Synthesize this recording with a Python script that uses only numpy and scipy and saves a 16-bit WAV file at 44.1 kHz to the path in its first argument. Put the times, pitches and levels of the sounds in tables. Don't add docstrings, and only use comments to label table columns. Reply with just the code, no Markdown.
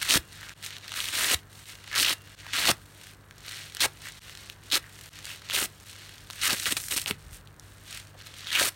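import sys
import numpy as np
from scipy import signal
from scipy.fft import rfft, irfft, next_fast_len
from scipy.io import wavfile
from scipy.ndimage import uniform_filter1d, map_coordinates

SR = 44100
rng = np.random.default_rng(int(sys.argv[2]) if len(sys.argv) > 2 else 0)


def wav_out(sig):
    wavfile.write(sys.argv[1], SR, np.round(np.clip(np.atleast_2d(sig).T, -1, 1) * 32767).astype(np.int16))


N = 385875

# start_s, end_s, tighten_s, wall_db, swell_db, foam_offset_db, pulp_offset_db
TEARING_PULLS = [(0.019, 0.031, 0.033, -30.5, -4, -6, -35), (0.083, 0.176, 0.072, -23, -0.5, -6.5, -14.5),
                 (0.947, 1.11, 0.54, -39.5, -21, -5.5, -16.5), (1.124, 1.277, 0.059, -30, -1, -4.5, -14),
                 (1.272, 1.346, .02, -25.5, 5, -7, -14.5), (1.946, 2.036, 0.28, -27, 1.5, -6, -16),
                 (2.035, 2.136, .02, -27.5, 1, -11.5, -16), (2.525, 2.634, 0.16, -27, 0.5, -12.5, -16.5),
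                 (2.631, 2.715, .02, -23, 4, -10.5, -14), (3.802, 3.859, 0.15, -23, -3.5, -8.5, -19),
                 (4.719, 4.778, 0.033, -25.5, -3.5, -8.5, -13), (5.524, 5.658, 0.24, -31, -9, -2, -12),
                 (6.411, 6.48, 0.17, -26, 5, -7.5, -24), (6.482, 6.543, .02, -28, -4, -8, -11),
                 (6.66, 6.697, 0.024, -29, -12, -7.5, -14), (6.708, 6.729, 0.026, -32.5, -2, 2, -8),
                 (6.766, 6.78, 0.0099, -30.5, -11, -3.5, -13), (6.906, 6.949, 0.028, -35, -10, 2, -10),
                 (6.962, 6.985, 0.018, -29.5, -10, -1.5, -12), (7.069, 7.115, 0.0073, -36, -11, -2, -9),
                 (8.511, 8.587, 0.55, -32, -4, -13, -23), (8.58, 8.692, 0.024, -27, -9.5, -4, -12.5)]
# start_s, level_db
STRAND_SNAPS = [(0.0291, -14), (0.097, -14), (0.108, -4), (0.121, -11), (0.1398, -7), (0.156, -9),
                (0.1716, -14), (1.0037, -12.5), (1.056, -16.5), (1.087, -14.5), (1.1874, -14), (1.209, -21),
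                (1.2443, -10.5), (1.3441, -9), (1.959, -15), (1.9862, -10), (1.9988, -12.5), (2.0293, -7),
                (2.0475, -7), (2.0858, -12), (2.095, -9), (2.6789, -15), (2.691, -4), (2.7133, -15),
                (3.8058, -9), (3.8207, -7), (3.8382, -14), (3.859, -21), (4.722, -10), (4.7546, -3.5),
                (5.546, -16), (5.5779, -14), (5.6549, -21), (6.5062, -10), (6.531, -9), (6.6572, -10),
                (6.723, -10), (6.7688, -11.5), (6.9132, -15), (6.923, -16), (6.9687, -17), (6.978, -13),
                (6.9851, -17), (7.0603, -14), (7.079, -17), (7.097, -26), (7.1098, -9), (8.529, -12),
                (8.5617, -18), (8.5973, -8)]
# start_s, level_db, pitch_hz
PIECE_THUDS = [(0.157, -14.5, 176), (0.182, -26.5, 73.5), (1.346, -24, 76.6), (2.678, -26, 280),
               (2.698, -15, 270), (2.715, -23, 119), (3.861, -31, 110), (5.624, -24.5, 340),
               (6.53, -21.5, 202), (6.724, -23.5, 352), (7.11, -19.5, 198), (7.255, -36, 62),
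               (7.32, -34, 56), (8.612, -29, 334)]
# firmest_s, press_s, let_go_s, squish_db, foam_offset_db
FINGER_SQUEEZES = [(0.06, 0.071, 0.068, -35.5, -6), (0.34, 0.043, 0.05, -51, -5),
                   (0.45, 0.1, 0.097, -49, -9), (0.644, 0.016, 0.044, -39.5, -2),
                   (0.74, 0.094, 0.031, -45, -19), (1.07, 0.14, 0.22, -38.5, -5),
                   (1.59, 0.083, 0.047, -55, -1), (1.689, 0.058, 0.065, -45.5, -3.5),
                   (2.28, 0.044, 0.29, -55.5, -14), (2.41, 0.032, 0.0088, -48, -10),
                   (3.06, 0.096, 0.073, -51.5, -5), (3.52, 0.13, .17, -42, -7.5),
                   (4.08, 0.073, 0.04, -46, -3.5), (4.37, 0.36, 0.18, -50, -7.5),
                   (4.68, 0.13, 0.044, -55.5, -6), (5.04, 0.14, 0.1, -52.5, -1.5),
                   (5.18, 0.057, 0.043, -47.5, -10), (5.29, 0.06, 0.081, -43, -6),
                   (5.91, 0.097, 0.029, -50.5, -1), (6.02, 0.15, 0.23, -50, -10),
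                   (6.32, 0.016, 0.21, -51.5, 0.5), (6.6, 0.11, 0.17, -37.5, -1.5),
                   (6.86, 0.32, 0.12, -49.5, 8.5), (7.01, 0.13, 0.033, -42.5, 3),
                   (7.35, 0.034, 0.028, -53, 4), (7.951, 0.076, 0.059, -42.5, -5),
                   (8.209, 0.029, 0.015, -49, -13), (8.267, 0.011, 0.013, -46.5, -2.5),
                   (8.39, 0.031, 0.025, -53, 1)]
# start_s, end_s
STILL_SPANS = [(0.785, 0.82), (1.41, 1.5), (3.15, 3.45), (4.55, 4.63), (6.735, 6.765), (7.16, 7.18),
               (7.41, 7.62), (8.11, 8.175)]
# centre_s, length_s, level_db, pitch_hz
GAP_SQUELCHES = [(0.163, .012, -36, 330), (0.443, 0.096, -50, 1670), (1.241, 0.076, -35, 1900),
                 (1.326, .02, -43, 490), (1.945, 0.05, -36, 1920), (2.011, 0.055, -29, 4540),
                 (2.088, 0.038, -31, 3180), (2.472, 0.06, -51.5, 1850), (2.692, 0.008, -26.5, 623),
                 (3.848, 0.013, -31.5, 900), (3.856, 0.0058, -34, 540), (4.067, 0.034, -46, 1900),
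                 (4.736, 0.028, -29.5, 3900), (4.854, 0.04, -53.5, 1800), (5.311, 0.058, -48.5, 2660),
                 (5.57, 0.072, -34, 3050), (7.107, 0.0058, -37, 380), (8.15, .01, -53, 600),
                 (8.495, 0.038, -39, 3140), (8.561, 0.03, -26.5, 2660), (8.591, 0.058, -34.5, 1640),
                 (8.616, 0.0076, -31.5, 630)]
# start_s, level_db, pitch_hz
BUBBLE_BURSTS = [(0.494, -24.5, 2380), (0.6279, -24.5, 3430), (0.767, -25, 3300), (0.7834, -26, 3000),
                 (0.8798, -26, 4000), (0.9196, -21, 2900), (1.8786, -29, 2600), (2.4662, -27, 2480),
                 (3.31, -30, 3480), (3.3819, -31.5, 3220), (3.5122, -31, 3100), (3.7493, -17.5, 3930),
                 (3.7692, -17, 3500), (4.0704, -28, 2100), (4.2962, -28, 2700), (4.4991, -22.5, 3160),
                 (5.2544, -19.5, 4400), (5.4992, -17, 3000), (5.506, -21.5, 3000), (6.3016, -21, 3200),
                 (6.3084, -21, 3450), (6.634, -18, 4200), (6.8018, -17, 7800), (6.8854, -20, 8200),
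                 (7.0165, -15.5, 4600), (7.4738, -34.5, 3300), (7.5973, -27.5, 5800)]
# start_s, level_db
RING_ONSETS = [(0.17, -59), (1.69, -57), (2.1, -53)]
# time_s, level_db
HAND_MOTION = [(0, -51), (.25, -58), (.7, -63), (1.38, -53), (1.55, -67), (2.5, -59), (2.75, -58),
               (2.95, -60), (6.1, -58.5), (6.65, -52), (7.35, -50), (7.7, -55.5), (8.75, -63)]
# frequency_hz, gain_db
WALL_SPECTRUM = [(300, -53), (800, -5.5), (1300, 4), (1900, 3), (3000, 1.5), (4200, 5.5), (5000, 3),
                 (7000, 0), (10000, -1), (16000, -16)]
FOAM_SPECTRUM = [(2500, -15), (5000, -4.5), (7000, -5), (9200, -1), (10400, -9.5), (12000, -6),
                 (15800, -10)]
PULP_SPECTRUM = [(60, 11), (150, -6.5), (300, 1.5), (500, 1.5), (800, 4), (1300, 9.5), (3000, -36)]
SQUISH_SPECTRUM = [(400, -2.5), (1000, -7.5), (1600, -1), (2800, -0.5), (4200, 3), (5200, 0.5),
                   (7000, -0.5), (10000, -6.5), (16000, -19)]
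AIR_SPECTRUM = [(26, -21), (47, 6.5), (70, -0.5), (130, -3), (200, -8.5), (400, -8.5), (800, -12.5),
                (1600, -10), (2500, -21.5), (6000, -50), (16000, -29)]
RUMBLE_SPECTRUM = [(28, -12), (48, -7.5), (75, -6.0), (160, -12.0), (500, -56), (2000, -84)]
# frequency_hz, level_db
HUM_PARTIALS = [(99.3, -56.5), (149, -64.5), (199, -71), (300, -72.5)]
# frequency_hz, t60_s
ROOM_DECAY = [(150, 0.18), (1500, 0.17), (5000, 0.1), (15000, 0.12)]
# start_s, depth_db, recovery_s
LEVEL_DIPS = [(0.538, 34, 0.014), (1.642, 14, 0.02), (2.352, 26, 0.013), (4.193, 42, 0.012),
              (5.092, 27, 0.016), (5.839, 14, 0.013)]
# centre_hz, half_width_hz, gain_db
MIC_RIPPLES = [(2290, 100, -1.56), (2910, 91, 2), (4930, 150, -4.5)]


def rips():
    wall_gain, foam_gain, pulp_gain, hollow_hz = tearing()
    catching_db = 0.62 * wobble(190)
    wander = np.exp(0.15 * wobble(45))
    walls = crackle(count=18000, pitch_hz=0.96 * hollow_hz * wander, scatter=0.32, cycles=0.66,
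                    spread_db=2.0, clump_db=catching_db, blur=0.28, spectrum=WALL_SPECTRUM, size=200)
    foam = crackle(count=30000, pitch_hz=9200, scatter=0.38, cycles=0.62,
                   spread_db=3.5, clump_db=1.3 * catching_db, blur=0.45, spectrum=FOAM_SPECTRUM, size=32)
    pulp = crackle(count=4000, pitch_hz=0.16 * hollow_hz, scatter=0.61, cycles=0.69,
                   spread_db=1.5, clump_db=catching_db, blur=0.98, spectrum=PULP_SPECTRUM, size=512)
    return amp(-0.6) * wall_gain * walls + amp(3.0) * foam_gain * foam + pulp_gain * pulp


def tearing():
    attack_share, release_s = 0.081, 0.0022
    mid_pull_hz, deepening = 2930.0, 0.035
    arch_db = 2.5
    foam_rise_db, pulp_rise_db = 8.5, 9
    t = np.arange(N) / SR
    gains, hollow_hz = np.zeros((3, N)), np.full(N, mid_pull_hz)
    for start, end, _, wall_db, swell_db, foam_offset_db, pulp_offset_db in TEARING_PULLS:
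        span = slice(int(start * SR), int((end + 10 * release_s) * SR))
        progress = (t[span] - start) / (end - start)
        opening = np.clip(progress, 0, 1) - 0.5
        attack = np.clip(progress / attack_share, 0, 1)
        release = np.exp(-np.maximum(t[span] - end, 0) / release_s)
        tear_db = wall_db + swell_db * opening - arch_db * (2 * opening) ** 2
        foam_db = tear_db + foam_offset_db + foam_rise_db * opening
        pulp_db = tear_db + pulp_offset_db + pulp_rise_db * opening
        gains[:, span] = np.maximum(gains[:, span], attack * release * amp([tear_db, foam_db, pulp_db]))
        hollow_hz[span] = mid_pull_hz * np.exp(-deepening * opening)
    return *gains, hollow_hz


def snaps(neighbours):
    onset_hz, octave_fall_s = 4620, 0.00139
    starts, levels_db = np.transpose(STRAND_SNAPS)
    strands, age = np.zeros(N + SR), np.arange(SR // 100) / SR
    for start, level_db, detune in zip(starts, levels_db, rng.standard_normal(len(starts))):
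        turns = onset_hz * np.exp(0.14 * detune) * octave_fall_s * np.log1p(age / octave_fall_s)
        chirp = np.sin(2 * np.pi * turns) * turns * np.exp(-turns / 1.085)
        strands[int(start * SR):][:len(age)] += amp(level_db - 4.5) * chirp / np.abs(chirp).max()
    lag = rng.exponential(size=(len(starts), neighbours))
    times = starts[:, None] + 0.0011 * lag
    gain = amp(levels_db[:, None] - 9.5 - 2.6 * lag)
    pitch_hz = 5200 * np.exp(0.5 * rng.standard_normal(lag.shape))
    return strands[:N] + pops(times.ravel(), gain.ravel(), pitch_hz.ravel(), cycles=0.8, size=160)


def thuds():
    out, age = np.zeros(N + SR), np.arange(SR // 8) / SR
    for start, level_db, pitch_hz in PIECE_THUDS:
        turns = pitch_hz * age
        push = np.sin(2 * np.pi * turns) * np.exp(-turns / 0.6) * (1 - np.exp(-turns / 0.16))
        out[int(start * SR):][:len(age)] += amp(level_db - 4.5) * push / np.abs(push).max()
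    return out[:N]


def kneading():
    film_count, spurt_decay_s = 300, 0.0017
    squish_gain, foam_gain = pressing()
    film_at = rng.integers(0, N, size=film_count)
    films = np.bincount(film_at, np.minimum(rng.exponential(size=film_count), 1.3), N)
    spurts = signal.lfilter([1], [1, -np.exp(-1 / (spurt_decay_s * SR))], films)
    spurt_db = 20 * np.log10(1 + 3.0 * spurts)
    squish = crackle(count=22000, pitch_hz=2830, scatter=0.43, cycles=0.67,
                     spread_db=2.5, clump_db=spurt_db, blur=0.3, spectrum=SQUISH_SPECTRUM, size=128)
    foam = crackle(count=16000, pitch_hz=8400, scatter=0.28, cycles=0.55,
                   spread_db=4.0, clump_db=spurt_db, blur=0.46, spectrum=FOAM_SPECTRUM, size=32)
    return holding() * (amp(0.93) * squish_gain * squish + amp(0.64) * foam_gain * foam)


def pressing():
    full_grip_db, grip_rise_db, grip_foam_db = -41.5, 29.5, -28
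    settle_db, settle_db_per_s = -55, 161
    rest_squish_db, rest_foam_db = -61, -61.5
    t = np.arange(N) / SR
    squish_power, foam_power = np.full(N, amp(rest_squish_db) ** 2), np.full(N, amp(rest_foam_db) ** 2)
    for firmest, press_s, let_go_s, squish_db, foam_offset_db in FINGER_SQUEEZES:
        from_peak = (t - firmest) / np.where(t < firmest, press_s, let_go_s)
        power = (amp(squish_db) * np.exp(-np.minimum(from_peak ** 2, 20))) ** 2
        squish_power += power
        foam_power += power * amp(foam_offset_db) ** 2
    grip_db = np.full(N, -np.inf)
    for start, end, tighten_s, *_ in TEARING_PULLS:
        tightening_db = full_grip_db - grip_rise_db * (start - t) / tighten_s
        settling_db = settle_db - settle_db_per_s * np.maximum(t - end, 0)
        grip_db = np.maximum(grip_db, np.where(t < start, tightening_db, settling_db))
    squish_power += amp(grip_db) ** 2
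    foam_power += amp(grip_db + grip_foam_db) ** 2
    return np.sqrt(squish_power), np.sqrt(foam_power)


def holding(hold_db=-7.5, edge_s=0.0085):
    t = np.arange(N) / SR
    still = sum(np.tanh((t - start) / edge_s) - np.tanh((t - end) / edge_s) for start, end in STILL_SPANS)
    return amp(hold_db * still / 2)


def squelches(count):
    out = np.zeros(N)
    for centre, length_s, level_db, pitch_hz in GAP_SQUELCHES:
        offset, strength, detune = rng.standard_normal((3, count))
        times = centre + length_s * offset / 2
        cloud = pops(times, amp(5.8 * strength), pitch_hz * np.exp(0.07 * detune), cycles=1.65, size=1400)
        out += amp(level_db) * cloud * np.sqrt(2 * length_s * SR / np.sum(cloud ** 2))
    return out


def bubbles(droplets):
    starts, levels_db, pitch_hz = np.transpose(BUBBLE_BURSTS)
    lag = rng.exponential(size=(len(starts), droplets))
    times = starts[:, None] + 0.0007 * lag
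    gain = amp(levels_db[:, None] - 6) * np.exp(-lag / 2)
    droplet_hz = pitch_hz[:, None] * np.exp(rng.standard_normal(lag.shape) / 2)
    spray = pops(times.ravel(), gain.ravel(), droplet_hz.ravel(), cycles=1.0, size=128)
    return pops(starts, amp(levels_db), pitch_hz, cycles=0.86, size=128) + spray


def ring(pitch_hz=2780, t60_s=0.93):
    out, age = np.zeros(N + SR), np.arange(SR) / SR
    tone = np.sin(2 * np.pi * pitch_hz * age) * amp(-60 * age / t60_s)
    for start, level_db in RING_ONSETS:
        out[int(start * SR):][:SR] += amp(level_db) * tone
    return out[:N]


def room(x):
    hz, t, noise = signal.stft(rng.standard_normal(SR // 2), SR, nperseg=256)
    decay = amp(-60 * t / along(ROOM_DECAY, hz)[:, None])
    tail = signal.istft(noise * decay, SR, nperseg=256)[1]
    delayed = np.pad(x, (SR // 300, 0))
    return signal.fftconvolve(delayed, tail / np.linalg.norm(tail))[:N]


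def background():
    t = np.arange(N) / SR
    air = amp(-56.0) * unit(coloured(rng.standard_normal(N), AIR_SPECTRUM))
    hum = np.zeros(N)
    for hz, level_db in HUM_PARTIALS:
        peak = np.sqrt(2) * amp(level_db + 0.92 * wobble(6.9))
        hum += peak * np.sin(2 * np.pi * hz * t + 0.26 * wobble(1.81))
    rumble = unit(coloured(rng.standard_normal(N), RUMBLE_SPECTRUM))
    hand_db = np.interp(t, *np.transpose(HAND_MOTION))
    return air + hum + amp(hand_db - 2.5) * rumble


def dips():
    t = np.arange(N) / SR
    return amp(-sum(depth_db * (t > start) * np.exp(-np.abs(t - start) / recovery_s)
                    for start, depth_db, recovery_s in LEVEL_DIPS))


def crackle(count, pitch_hz, scatter, cycles, spread_db, clump_db, blur, spectrum, size):
    at = rng.integers(0, N, count)
    strength = amp(spread_db * np.minimum(rng.exponential(size=count), 4.5))
    detune = np.clip(rng.standard_normal(count), -2, 2)
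    hz = np.broadcast_to(pitch_hz, N)[at] * np.exp(scatter * detune)
    stream = unit(pops(at / SR, strength, hz, cycles, size)) + blur * rng.standard_normal(N)
    stream = coloured(stream * amp(clump_db), spectrum)
    local_power = np.abs(uniform_filter1d(stream ** 2, size=1600))
    return stream / np.sqrt(local_power + 1e-12)


def pops(start_s, gain, hz, cycles, size):
    turns = np.outer(np.minimum(hz, SR * 0.45), np.arange(size) / SR)
    rings = np.diff(np.sin(2 * np.pi * turns) * np.exp(-turns / cycles), axis=1)
    rings *= (gain / (np.abs(rings).max(axis=1) + 1e-9))[:, None]
    at = np.abs(start_s * SR).astype(int)[:, None] + np.arange(size - 1)
    return np.bincount(at.ravel(), rings.ravel(), N)[:N]


def coloured(x, spectrum, size=4096):
    magnitude = amp(along(spectrum, np.fft.rfftfreq(size, 1 / SR)))
    cepstrum = irfft(np.log(magnitude))
    cepstrum[1:size // 2] *= 2
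    cepstrum[size // 2 + 1:] = 0
    return signal.fftconvolve(x, irfft(np.exp(rfft(cepstrum))))[:N]


def wobble(rate_hz):
    knots = rng.standard_normal(int(N * rate_hz / SR) + 4)
    return map_coordinates(knots, [np.arange(N) * rate_hz / SR])


def along(points, hz):
    point_hz, values = np.transpose(points)
    return np.interp(np.log(hz + 1), np.log(point_hz + 1), values)


def amp(db):
    return 10 ** (np.asarray(db) / 20)


def unit(x):
    return x / np.sqrt(np.mean(x ** 2) + 1e-20)


def scene():
    echo_s, echo_db = 0.00315, -19
    sponge = (rips() + kneading() + squelches(count=60)
              + snaps(neighbours=10) + bubbles(droplets=5) + thuds())
    table_echo = amp(echo_db) * np.pad(sponge, (int(echo_s * SR), 0))[:N]
    reverb = amp(-15.5) * room(sponge)
    return ((sponge + table_echo + reverb + ring() + background()) * dips())[None]


def record(dry):
    low_cut_hz, band_limit_hz = 40, 15950
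    thin = signal.sosfilt(signal.butter(4, low_cut_hz, "high", fs=SR, output="sos"), dry)
    size = next_fast_len(N + SR // 2)
    hz = np.fft.rfftfreq(size, 1 / SR)
    ripple_db = sum(db * np.exp(-((hz - centre) / width) ** 2) for centre, width, db in MIC_RIPPLES)
    return irfft(rfft(thin, size) * amp(ripple_db) * (hz < band_limit_hz), size)[:, :N]


dry = scene()
out = record(dry)
wav_out(out)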